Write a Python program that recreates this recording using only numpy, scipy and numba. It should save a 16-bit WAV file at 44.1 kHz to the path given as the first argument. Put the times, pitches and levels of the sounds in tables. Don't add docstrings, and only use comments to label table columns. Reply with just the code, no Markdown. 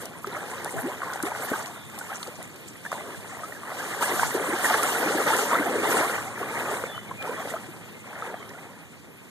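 import sys
import numpy as np
from scipy import signal
from scipy.fft import rfft, irfft, next_fast_len
from scipy.io import wavfile
from scipy.ndimage import uniform_filter1d
from numba import njit

SR = 44100
rng = np.random.default_rng(int(sys.argv[2]) if len(sys.argv) > 2 else 0)


def dump(signal):
    limited = np.clip(np.atleast_2d(signal).T, -1, 1)
    pcm = np.round(limited * 32767).astype(np.int16)
    wavfile.write(sys.argv[1], SR, pcm)


N = 410122

# start, swell and hold in seconds, then slosh, gurgle and spray in dB.
STRIDE_SURGES = [(0, 0.0031, 0.035, -40, -40, -56), (0.235, 0.11, 0.57, -37, -39.5, -47.5),
                 (0.992, 0.048, 0.12, -35, -49, -49), (1.31, 0.051, 0.21, -32.5, -41.5, -42.5),
                 (1.845, 0.16, 0.24, -41.5, -49, -49), (2.897, 0.053, 0.21, -41.5, -56, -51),
                 (3.196, 0.1, 0.23, -43.5, -46.5, -51), (3.59, 0.23, 0.48, -31.5, -38, -41),
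                 (3.997, 0.036, 0.2, -28.5, -38, -35.5), (4.308, 0.14, 0.18, -26.5, -34.5, -39.5),
                 (4.541, 0.12, 0.25, -26, -35.5, -33), (4.926, 0.054, 0.48, -25.5, -30.5, -35.5),
                 (5.486, 0.02, 0.61, -27, -32.5, -40), (5.79, 0.096, 0.062, -30, -47, -33.5),
                 (6.336, 0.26, 0.14, -28.5, -32, -41), (7.182, 0.069, 0.24, -35, -38, -47.5),
                 (8.015, 0.2, 0.028, -36, -50, -54.5), (8.36, 0.057, 0.21, -48, -46.5, -58.5)]
# peak time in seconds, slosh in dB, spray in dB.
CRESTS = [(0.018, -48, -43), (.35, -33.5, -59), (.52, -35, -49), (0.779, -34, -50), (1.26, -27, -40.5),
          (1.42, -43, -47), (1.55, -48, -59), (2.11, -31.5, -58), (2.4, -42, -62), (2.85, -44, -49),
          (2.93, -35, -45.5), (4.027, -26.5, -30.5), (4.649, -25, -30), (4.70, -23.5, -36),
          (5.28, -20.5, -35), (5.335, -37, -32.5), (5.39, -27, -29.5), (5.53, -21.5, -50),
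          (5.917, -21, -37), (5.97, -20, -35), (6.15, -28, -45), (6.39, -34.5, -47), (7.5, -48, -44.5),
          (8.26, -34, -53)]
# centre time in seconds, length in seconds, level in dB.
TRAPPED_AIR = [(0.752, 0.053, -29), (1.53, 0.033, -24), (2.284, 0.02, -33), (3.088, 0.17, -37.5),
               (4.128, 0.049, -23.5), (4.378, 0.13, -26.5), (5.126, 0.76, -27.5), (5.746, 0.35, -23),
               (5.96, 0.11, -27), (6.41, 0.078, -32.5), (6.743, 0.041, -42), (8.295, 0.16, -37.5)]

# frequency in Hz, relative level in dB.
SLOSH_TONE = [(500, 1.5), (750, 5), (1300, 2), (1800, 0), (2300, -10), (2900, -12), (3800, -12.5)]
FOAM_TONE = [(60, -59), (150, -7.5), (300, -6), (600, -8.5), (1400, 2.5), (1900, -1), (2600, -18.5),
             (3600, -32), (6000, -51), (14000, -55)]
GURGLE_TONE = [(170, -20), (230, -6.5), (300, -5), (420, 1), (540, -2.5)]
SPRAY_TONE = [(1500, -84), (2800, 5), (3800, 0.5), (5000, -1.5), (6500, 0.5), (8000, 3.5), (9500, 1),
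              (11000, -2), (14000, -4)]
FLOOD_TONE = [(30, -37), (100, -31), (250, -1), (450, 3), (700, -4), (1300, -2), (2300, -6.5), (3300, -8),
              (5200, -16), (8000, -12.5), (14000, -18.5)]
RUMBLE_TONE = [(20, -4), (45, -27), (75, -8), (110, -1.5), (135, 4.5), (170, 2), (260, 2.5), (600, -20),
               (2000, -60)]

# time in seconds, gain in dB.
FLOOD_FADER = [(0, -45.5), (4, -45.5), (7.8, -44.5), (8.7, -48), (9.3, -48)]
RUMBLE_FADER = [(0, -49.5), (4, -52.5), (6, -48.5), (7.2, -50), (8.6, -51.5), (9.3, -55.5)]
DRONE_FADER = [(0, -20), (5.8, -4), (6.7, 0.5), (7.3, 0), (8.4, -15), (9.3, -22.5)]
# pitch in Hz, level before the fader in dB.
DRONE_TONES = [(109, -53), (167, -54.5), (219, -54), (276, -67)]

# start in seconds, level in dB, pitch in Hz, decay in seconds.
DROP_TICKS = [(.055, -22.5, 7640, 0.0033), (0.271, -26.5, 5000, 0.0036), (0.6462, -14.5, 9300, 0.001),
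              (1.1343, -23, 5470, 0.0044), (1.2266, -20, 9100, 0.005), (1.502, -17, 11500, 0.00042),
              (1.512, -25, 11500, 0.0005), (1.659, -21, 3900, .003), (1.988, -24.5, 9100, 0.006),
              (2.229, -18, 4200, 0.0034), (2.273, -27, 4500, 0.0015), (2.428, -27.5, 8600, .002),
              (2.6807, -29, 4240, 0.002), (2.9168, -27, 6960, .002), (4.0238, -21, 3700, 0.0022),
              (4.3425, -17, 11000, 0.00062), (4.832, -13, 9100, 0.0026), (5.3652, -14.5, 9300, 0.0027),
              (7.225, -20.5, 3100, 0.0021), (8.492, -31, 5030, 0.0029)]
# start in seconds, level in dB, pitch in Hz, swell in cycles, slap trim in dB.
PLOP_HITS = [(0.242, -18.5, 1220, 1.9, -9), (0.268, -21.5, 388, 1.9, -6), (0.364, -18, 1250, 2.4, -16),
             (.388, -26, 1500, 1.5, -8), (.527, -25.5, 1016, 4.5, -14), (.657, -17, 795, 0.99, -5),
             (.76, -24, 660, 3.2, -18), (0.785, -25, 1460, 4.8, -16), (.875, -21, 350, .5, -28),
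             (1.016, -20, 1400, 2.2, -4), (1.029, -22, 1150, 3.5, -2.5), (1.098, -20, 1450, 2, -12),
             (1.127, -21.5, 1440, 3.5, -14), (1.155, -18, 770, 1.1, -18), (1.2, -20, 1500, 3.2, -2),
             (1.232, -14.5, 310, 1.07, -5), (1.315, -14.5, 880, 1.5, -19), (1.5123, -13.5, 283, 0.64, -18),
             (1.5135, -15, 617, 1.2, -12), (1.529, -17, 1540, 7, -6), (1.536, -16.5, 1260, 2, -10),
             (2.008, -24, 1450, 4.6, -14), (2.116, -23, 794, 2, -18), (2.2277, -26, 1200, 1.8, -10),
             (2.276, -24, 507, 1, -13), (2.753, -30.5, 1850, 2, -14), (2.849, -20.5, 1570, 2.2, -23),
             (2.859, -20, 1700, 4.9, -26), (2.9154, -13.5, 1120, 1.1, -20),
             (2.9252, -14.5, 680, 0.75, -3.5), (3.005, -27, 1140, 2.5, -10), (3.143, -26, 1610, 3.1, -9),
             (3.367, -32.5, 680, 2.8, -14), (3.392, -27, 1700, 2, -12), (3.432, -23.5, 1250, 7.2, -2),
             (3.52, -23, 1810, 3, -6), (3.562, -28, 1600, 5.7, -14), (3.63, -27.5, 1160, 4.5, -2),
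             (3.7185, -20.5, 700, .8, -9), (4.023, -11, 1310, 0.99, -6), (4.0283, -13.5, 900, 1.1, 0),
             (4.193, -10, 1510, 2.8, -4), (4.229, -3, 986, 1.2, -24), (4.347, -13, 360, 1, -21),
             (4.642, -11, 1830, 3.7, -11), (4.654, -11, 1750, 4.5, -17), (4.704, -10, 706, 2, -12),
             (4.7378, -8, 1630, 1.9, -17), (4.7413, -3.5, 1280, 0.5, -18), (4.834, -14, 1310, 2.8, -6),
             (5.259, -13.5, 570, 2.1, -12), (5.299, -12, 867, 3.7, -11), (5.334, -13.5, 1280, 2.6, -8),
             (5.388, -13, 1340, 2.4, -13), (5.51, -15, 1230, 3.5, -12), (5.5283, -7.5, 1070, 1.7, -10),
             (5.55, -9, 1320, 3.2, -14), (5.831, -22, 380, 0.72, 5), (5.8538, -10, 960, 0.96, -10),
             (6.418, -26, 443, 0.76, -1), (6.427, -18, 1120, 2.6, -9), (6.721, -19, 402, 1.8, -6),
             (6.836, -16.5, 500, 0.96, -1), (6.976, -21.5, 1290, 1.2, -7), (7.109, -19.5, 1030, 2.6, -11),
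             (7.2717, -18.5, 930, 2.2, -15), (7.29, -16.5, 470, 1.5, -18), (7.452, -21, 537, 1.3, -12),
             (7.536, -16.5, 638, 2.4, -7), (7.684, -28, 325, 1.2, -18), (8.22, -19, 1260, 3.2, -11),
             (8.3392, -18, 673, 1.1, -12)]
# centre time in seconds, length in seconds, level in dB, pitch in Hz.
DROPLET_JETS = [(0.51, .025, -42, 7550), (0.718, 0.059, -35, 8400), (0.795, .05, -38, 8600),
                (0.813, 0.031, -34, 10700), (1.445, 0.053, -33, 12500), (1.591, 0.034, -38, 8500),
                (1.67, 0.026, -41, 7800), (2.159, 0.026, -35, 6900), (2.274, 0.022, -44, 7500),
                (2.36, .016, -51, 6200), (2.697, .012, -52, 7500), (2.95, .03, -45, 7940),
                (3.292, 0.035, -47, 6960)]
# start in seconds, level in dB, length in seconds.
PORT_BUFFETS = [(.74, -40, 0.079), (2.37, -49, 0.04), (3.17, -44, 0.034), (4.12, -46, 0.22),
                (4.86, -51, .04)]
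# start and length in seconds, level in dB, first and last pitch in Hz.
GULP_GLIDES = [(0.822, 0.081, -25.5, 230.7, 590), (0.87, 0.051, -33, 568, 466),
               (0.893, 0.057, -37, 750, 1110), (1.235, .062, -31, 411, 475), (1.544, 0.029, -32, 845, 1750),
               (4.479, 0.032, -25, 304, 332), (4.521, 0.038, -24, 298, 360), (5.053, 0.034, -24, 289, 350),
               (5.139, 0.033, -24, 298, 363), (5.589, 0.032, -21.5, 253, 336), (5.7, 0.027, -23, 418, 762),
               (5.726, 0.068, -30, 448, 420), (7.237, 0.031, -35, 630, 860),
               (7.553, 0.031, -30.5, 1180, 1450)]
# start and length in seconds, first and last pitch in Hz, level in dB.
BIRD_CALLS = [(1.69, 0.23, 3590, 3540, -47), (2.836, 0.2, 3540, 3590, -47.5),
              (6.352, 0.038, 2200, 2370, -40), (6.425, 0.12, 2400, 2360, -42),
              (6.857, 0.11, 3560, 3430, -38), (6.929, 0.062, 2990, 3050, -35),
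              (7.066, 0.041, 2480, 2090, -40), (7.165, 0.09, 2520, 2350, -35.5),
              (7.333, 0.15, 3380, 3290, -46), (7.924, 0.1, 2160, 2080, -49), (8.313, 0.16, 3440, 3070, -48)]

# frequency in Hz, left port over right port in dB.
HAND_SHADE = [(100, -3), (300, 1.4), (600, 0.8), (1300, 0.5), (2000, -10.5), (2500, -12.5), (3300, -4),
              (4700, 0.5), (6500, -0.5), (14000, -0.3)]
# frequency in Hz, share of the other port to subtract.
CROSS_FEED_SHARE = [(100, 0.88), (2600, 1), (4100, 0.61), (5200, 0.35), (8000, 0.2), (14000, 0.082)]
# frequency in Hz, boost to the side signal in dB.
SIDE_BOOST = [(1300, 0), (1750, 3), (2300, 4), (3000, 0)]

TIME = np.arange(N) / SR
CONTROL_TIME = np.arange(N * 1000 // SR + 1) / 1000


def amp(db):
    return 10 ** (np.asarray(db) / 20)


def unit_rms(x):
    return x / np.sqrt(np.mean(x ** 2) + 1e-20)


def curve_at(curve, hz):
    knots_hz, values = np.transpose(curve)
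    return np.interp(np.log(hz + 1), np.log(knots_hz + 1), values)


def fader(ride):
    times, db = np.transpose(ride)
    return amp(np.interp(TIME, times, db))


def add(mix, start, sound):
    part = mix[:, max(round(start * SR), 0):][:, :sound.shape[-1]]
    part += sound[..., :part.shape[1]]


def wash(tone, patchy_db, apart_hz):
    hz = np.fft.rfftfreq(1024, 1 / SR)
    mid_re, mid_im, side_re, side_im, patches = rng.standard_normal((5, N // 256 + 5, len(hz)))
    patches = uniform_filter1d(patches, size=4, axis=0)
    patches = unit_rms(uniform_filter1d(patches, size=60, axis=1))
    mid = mid_re + 1j * mid_im
    side = (side_re + 1j * side_im) * np.clip(hz / apart_hz, 0.14, 1)
    frames = np.array([mid + side, mid - side]) * amp(curve_at(tone, hz) + patchy_db * patches)
    _, noise = signal.istft(frames.transpose(0, 2, 1), nperseg=1024, noverlap=768)
    return unit_rms(noise[:, :N])


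@njit
def ring(start, size, hz, swell, lag, rise):
    out = np.zeros((2, N))
    for k in range(len(start)):
        first = int(start[k] * SR)
        for i in range(max(-first, 0), min(int(8 * swell[k] * SR), N - first)):
            t = i / SR
            age = t / swell[k]
            envelope = size[k] * age * np.exp(1 - age)
            turns = hz[k] * t * (1 + rise * age)
            out[0, first + i] += envelope * np.sin(2 * np.pi * turns)
            out[1, first + i] += envelope * np.sin(2 * np.pi * (turns - hz[k] * lag[k]))
    return out


def bubbles(start, size, hz, cycles, rise, lag_ms=0.036, scatter_ms=0.089):
    lag = (lag_ms + scatter_ms * rng.standard_normal(len(start))) / 1000
    swell = np.clip(cycles, 0.3, 12) / hz
    return ring(start, size, hz, swell, lag, rise)


def cloud(tone, count, cycles, spread_db, rise):
    when, pitch, rank, sustain = rng.random((count, 4)).T
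    low_hz, high_hz = tone[0][0], tone[-1][0]
    hz = low_hz * (high_hz / low_hz) ** pitch
    size = hz * amp(curve_at(tone, hz) - spread_db * np.log(rank + 0.045))
    return unit_rms(bubbles(when * N / SR, size, hz, cycles * (0.5 + sustain), rise))


def surge(start, swell, hold, fall_db_per_s):
    t = CONTROL_TIME - start
    attack = np.clip(t / max(swell, 0.002), 0, 1)
    return attack * amp(-fall_db_per_s * np.maximum(t - swell - hold, 0))


def churning(wake_db=-9, hang_db=-8, spray_build_db=2.5):
    slosh, gurgle, spray = np.zeros((3, len(CONTROL_TIME)))
    for start, swell, hold, slosh_db, gurgle_db, spray_db in STRIDE_SURGES:
        drive = surge(start, swell, hold, fall_db_per_s=62.5)
        wake = surge(start, swell, hold, fall_db_per_s=29)
        push = np.maximum(drive, amp(wake_db) * wake)
        throw = np.maximum(drive, amp(hang_db) * wake)
        progress = np.clip((CONTROL_TIME - start) / (swell + hold), 0, 1)
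        build_db = -spray_build_db * (1 - progress)
        slosh += (push * amp(slosh_db)) ** 2
        gurgle += (push * amp(gurgle_db)) ** 2
        spray += (throw * amp(spray_db + build_db)) ** 2
    rise_s = 0.026
    for peak, slosh_db, spray_db in CRESTS:
        crest = surge(peak - rise_s, rise_s, hold=0.0053, fall_db_per_s=201)
        slosh += (crest * amp(slosh_db)) ** 2
        spray += (crest * amp(spray_db)) ** 2
    for centre, length, db in TRAPPED_AIR:
        hump = np.exp(-(2 * (CONTROL_TIME - centre) / length) ** 2)
        gurgle += (hump * amp(db)) ** 2
    return [np.interp(TIME, CONTROL_TIME, np.sqrt(power + 1e-12)) for power in (slosh, gurgle, spray)]


def lapping(depth_db, count=260):
    wavelets = rng.uniform(-1.66, 1, count)
    return amp(depth_db * np.interp(np.arange(N), np.linspace(0, N, count), wavelets))


def spatter(per_s=40, decay_s=0.0012, height=0.38):
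    chance, size = rng.random((2, N))
    landings = (chance < per_s / SR) * height * (0.084 + size ** 2)
    tails = signal.lfilter([1], [1, -np.exp(-1 / (decay_s * SR))], landings)
    return unit_rms(1 + tails)


def wading():
    push, depth, throw = churning()
    push = push * lapping(depth_db=1.9)
    crowding = (push / amp(-37.5)) ** 0.17
    slosh = amp(-2.5) * cloud(SLOSH_TONE, count=9000, cycles=1.27, spread_db=1.0, rise=0.0084)
    chirps = amp(-6) * cloud(SLOSH_TONE, count=520, cycles=5.05, spread_db=1.0, rise=0.0173)
    foam = amp(-8) * wash(FOAM_TONE, patchy_db=1.5, apart_hz=1860)
    gurgle = amp(-5.5) * cloud(GURGLE_TONE, count=3600, cycles=1.92, spread_db=0.5, rise=0.018)
    droplets = amp(-9.5) * cloud(SPRAY_TONE, count=30000, cycles=2.3, spread_db=6.5, rise=0.0091)
    sparkle = amp(-15) * cloud(SPRAY_TONE, count=500, cycles=3.2, spread_db=2.0, rise=0.0081)
    mist = amp(4.5) * wash(SPRAY_TONE, patchy_db=2.5, apart_hz=2800) * spatter()
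    body = (slosh + chirps) / crowding + foam * crowding
    return push * body + depth * gurgle + throw * (droplets + sparkle + mist)


def surroundings():
    flood = fader(FLOOD_FADER) * wash(FLOOD_TONE, patchy_db=2.0, apart_hz=1160)
    rumble = fader(RUMBLE_FADER) * wash(RUMBLE_TONE, patchy_db=0.0, apart_hz=1400)
    return flood + rumble


def drone(waver=0.01312):
    out = np.zeros(N)
    for hz, db in DRONE_TONES:
        drift = np.interp(np.arange(N), np.linspace(0, N, 30), rng.standard_normal(30))
        out += amp(db) * np.sin(2 * np.pi * hz * np.cumsum(1 + waver * drift) / SR)
    return fader(DRONE_FADER) * out


def ticks(plink_db=-12):
    cracks, t = np.zeros((2, N)), np.arange(2048) / SR
    for start, db, hz, decay in DROP_TICKS:
        band = signal.butter(1, [hz / 1.5, hz * 1.31], "bandpass", fs=SR, output="sos")
        burst = rng.standard_normal((2, len(t))) * np.exp(-t / decay)
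        add(cracks, start, amp(db) * signal.sosfilt(band, burst))
    start, db, hz, _ = np.transpose(DROP_TICKS)
    return cracks + bubbles(start + 0.001, amp(db + plink_db), hz, cycles=3.5, rise=0.0035)


def trickle(level_db=-58):
    nearness = np.interp(TIME, CONTROL_TIME, surge(start=0.15, swell=0.031, hold=3.9, fall_db_per_s=10))
    droplets = cloud(SPRAY_TONE, count=2600, cycles=3.7, spread_db=-8.0, rise=0.0066)
    hiss = amp(6) * wash(SPRAY_TONE, patchy_db=7.0, apart_hz=2920)
    drips = hiss * spatter(per_s=37, decay_s=0.0027, height=5.4)
    return amp(level_db) * nearness * (droplets + drips)


def plops(slap_hz=1300.0, shed_count=10, shed_s=0.0078, shed_db=-20.5):
    start, db, hz, cycles, slap_db = np.transpose(PLOP_HITS)
    closing = start + 0.002535
    body = bubbles(closing, amp(db - 6), hz, cycles, rise=0.0059, scatter_ms=0.054)
    slap_pitch = np.full(len(start), slap_hz)
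    slap = bubbles(closing, amp(db + slap_db), slap_pitch, cycles=0.67, rise=0.0, scatter_ms=0.048)
    earliness, pitch = rng.random((len(start), 2, shed_count)).transpose(1, 0, 2)
    shed_start = closing[:, None] - shed_s * np.log(earliness + 0.0062)
    shed_size = amp(db + shed_db)[:, None] * np.sqrt(earliness)
    shed_hz = 450 + 1800 * pitch
    shed = bubbles(shed_start.ravel(), shed_size.ravel(), shed_hz.ravel(), cycles=1.0, rise=0.0057)
    return body + slap + shed


def jets(count=60, spread_octaves=0.18, drop_db=-2):
    centre, length, db, centre_hz = np.transpose(DROPLET_JETS)[:, :, None]
    when, pitch, strength = rng.standard_normal((len(DROPLET_JETS), 3, count)).transpose(1, 0, 2)
    start = centre + length * when / 4
    size = amp(db + drop_db) * strength
    hz = centre_hz * 2 ** (spread_octaves * pitch)
    return bubbles(start.ravel(), size.ravel(), hz.ravel(), cycles=3.0, rise=0.005)


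def buffets():
    out = np.zeros((2, N))
    dull = signal.butter(2, [90, 220], "bandpass", fs=SR, output="sos")
    for start, db, length in PORT_BUFFETS:
        noise = signal.sosfilt(dull, rng.standard_normal(SR))[-round(length * SR):]
        puff = amp(db) * unit_rms(noise) * np.hanning(len(noise))
        add(out, start, np.outer([0, 1], puff))
    return out


def gulps(bend=1.43, skew=0.88, wobble=0.11):
    out = np.zeros((2, N))
    for start, length, db, first_hz, last_hz in GULP_GLIDES:
        shake = unit_rms(uniform_filter1d(rng.standard_normal(SR // 4), size=150))
        progress = np.linspace(0, 1, round(length * SR))
        glide_hz = first_hz * (last_hz / first_hz) ** (progress ** bend)
        hz = glide_hz * (1 + wobble * shake[:len(progress)])
        envelope = amp(db) * np.sin(np.pi * progress ** skew) ** 2
        add(out, start, envelope * np.sin(2 * np.pi * np.cumsum(hz) / SR))
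    return out


def birds(reverb_s=0.73, flutter_hz=30, flutter_s=0.1, direct_db=-3.0, echo_db=-4.5):
    calls, t = np.zeros((2, N)), np.arange(SR // 2) / SR
    for start, length, first_hz, last_hz, db in BIRD_CALLS:
        depth_hz = flutter_hz * (length / flutter_s) ** 2
        flutter = depth_hz * unit_rms(uniform_filter1d(rng.standard_normal(SR), size=130))
        slide = np.linspace(1, 0, round(length * SR)) ** 2
        hz = last_hz + (first_hz - last_hz) * slide + flutter[:len(slide)]
        envelope = amp(db) * np.sin(np.pi * slide ** 0.5)
        add(calls, start, envelope * np.sin(2 * np.pi * np.cumsum(hz) / SR))
    tail = rng.standard_normal((2, len(t))) * amp(-60 * t / reverb_s)
    tail /= np.linalg.norm(tail[0])
    echoes = signal.fftconvolve(calls, tail, axes=1)[:, :N]
    return amp(direct_db) * calls + amp(echo_db) * echoes


def scene():
    close_water = wading() + trickle() + plops() + gulps() + ticks() + jets()
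    return close_water + buffets() + birds() + drone() + surroundings()


def record(dry, port_delay_s=1 / 2630, bass_cut_hz=80, treble_cut_hz=14050):
    size = next_fast_len(N + 4096)
    hz = np.fft.rfftfreq(size, 1 / SR)
    ports = rfft(dry, size) * amp(np.outer([0.5, -0.5], curve_at(HAND_SHADE, hz)))
    share = np.clip(curve_at(CROSS_FEED_SHARE, hz), 0, 0.98)
    phase = 2 * np.pi * hz * port_delay_s
    combed = ports - share * np.exp(-1j * phase) * ports[::-1]
    combed /= 1 - share * np.exp(-1j * np.minimum(phase, np.pi))
    mid = combed.mean(axis=0)
    wide = mid + (combed - mid) * amp(curve_at(SIDE_BOOST, hz))
    high_pass = signal.butter(2, bass_cut_hz, "highpass", fs=SR, output="sos")
    low_pass = signal.firwin(511, treble_cut_hz, window=("kaiser", 9), fs=SR)
    sound = signal.sosfilt(high_pass, irfft(wide, size)[:, :N])
    return signal.oaconvolve(sound, low_pass[None], "same")


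dry = scene()
out = record(dry)
dump(out)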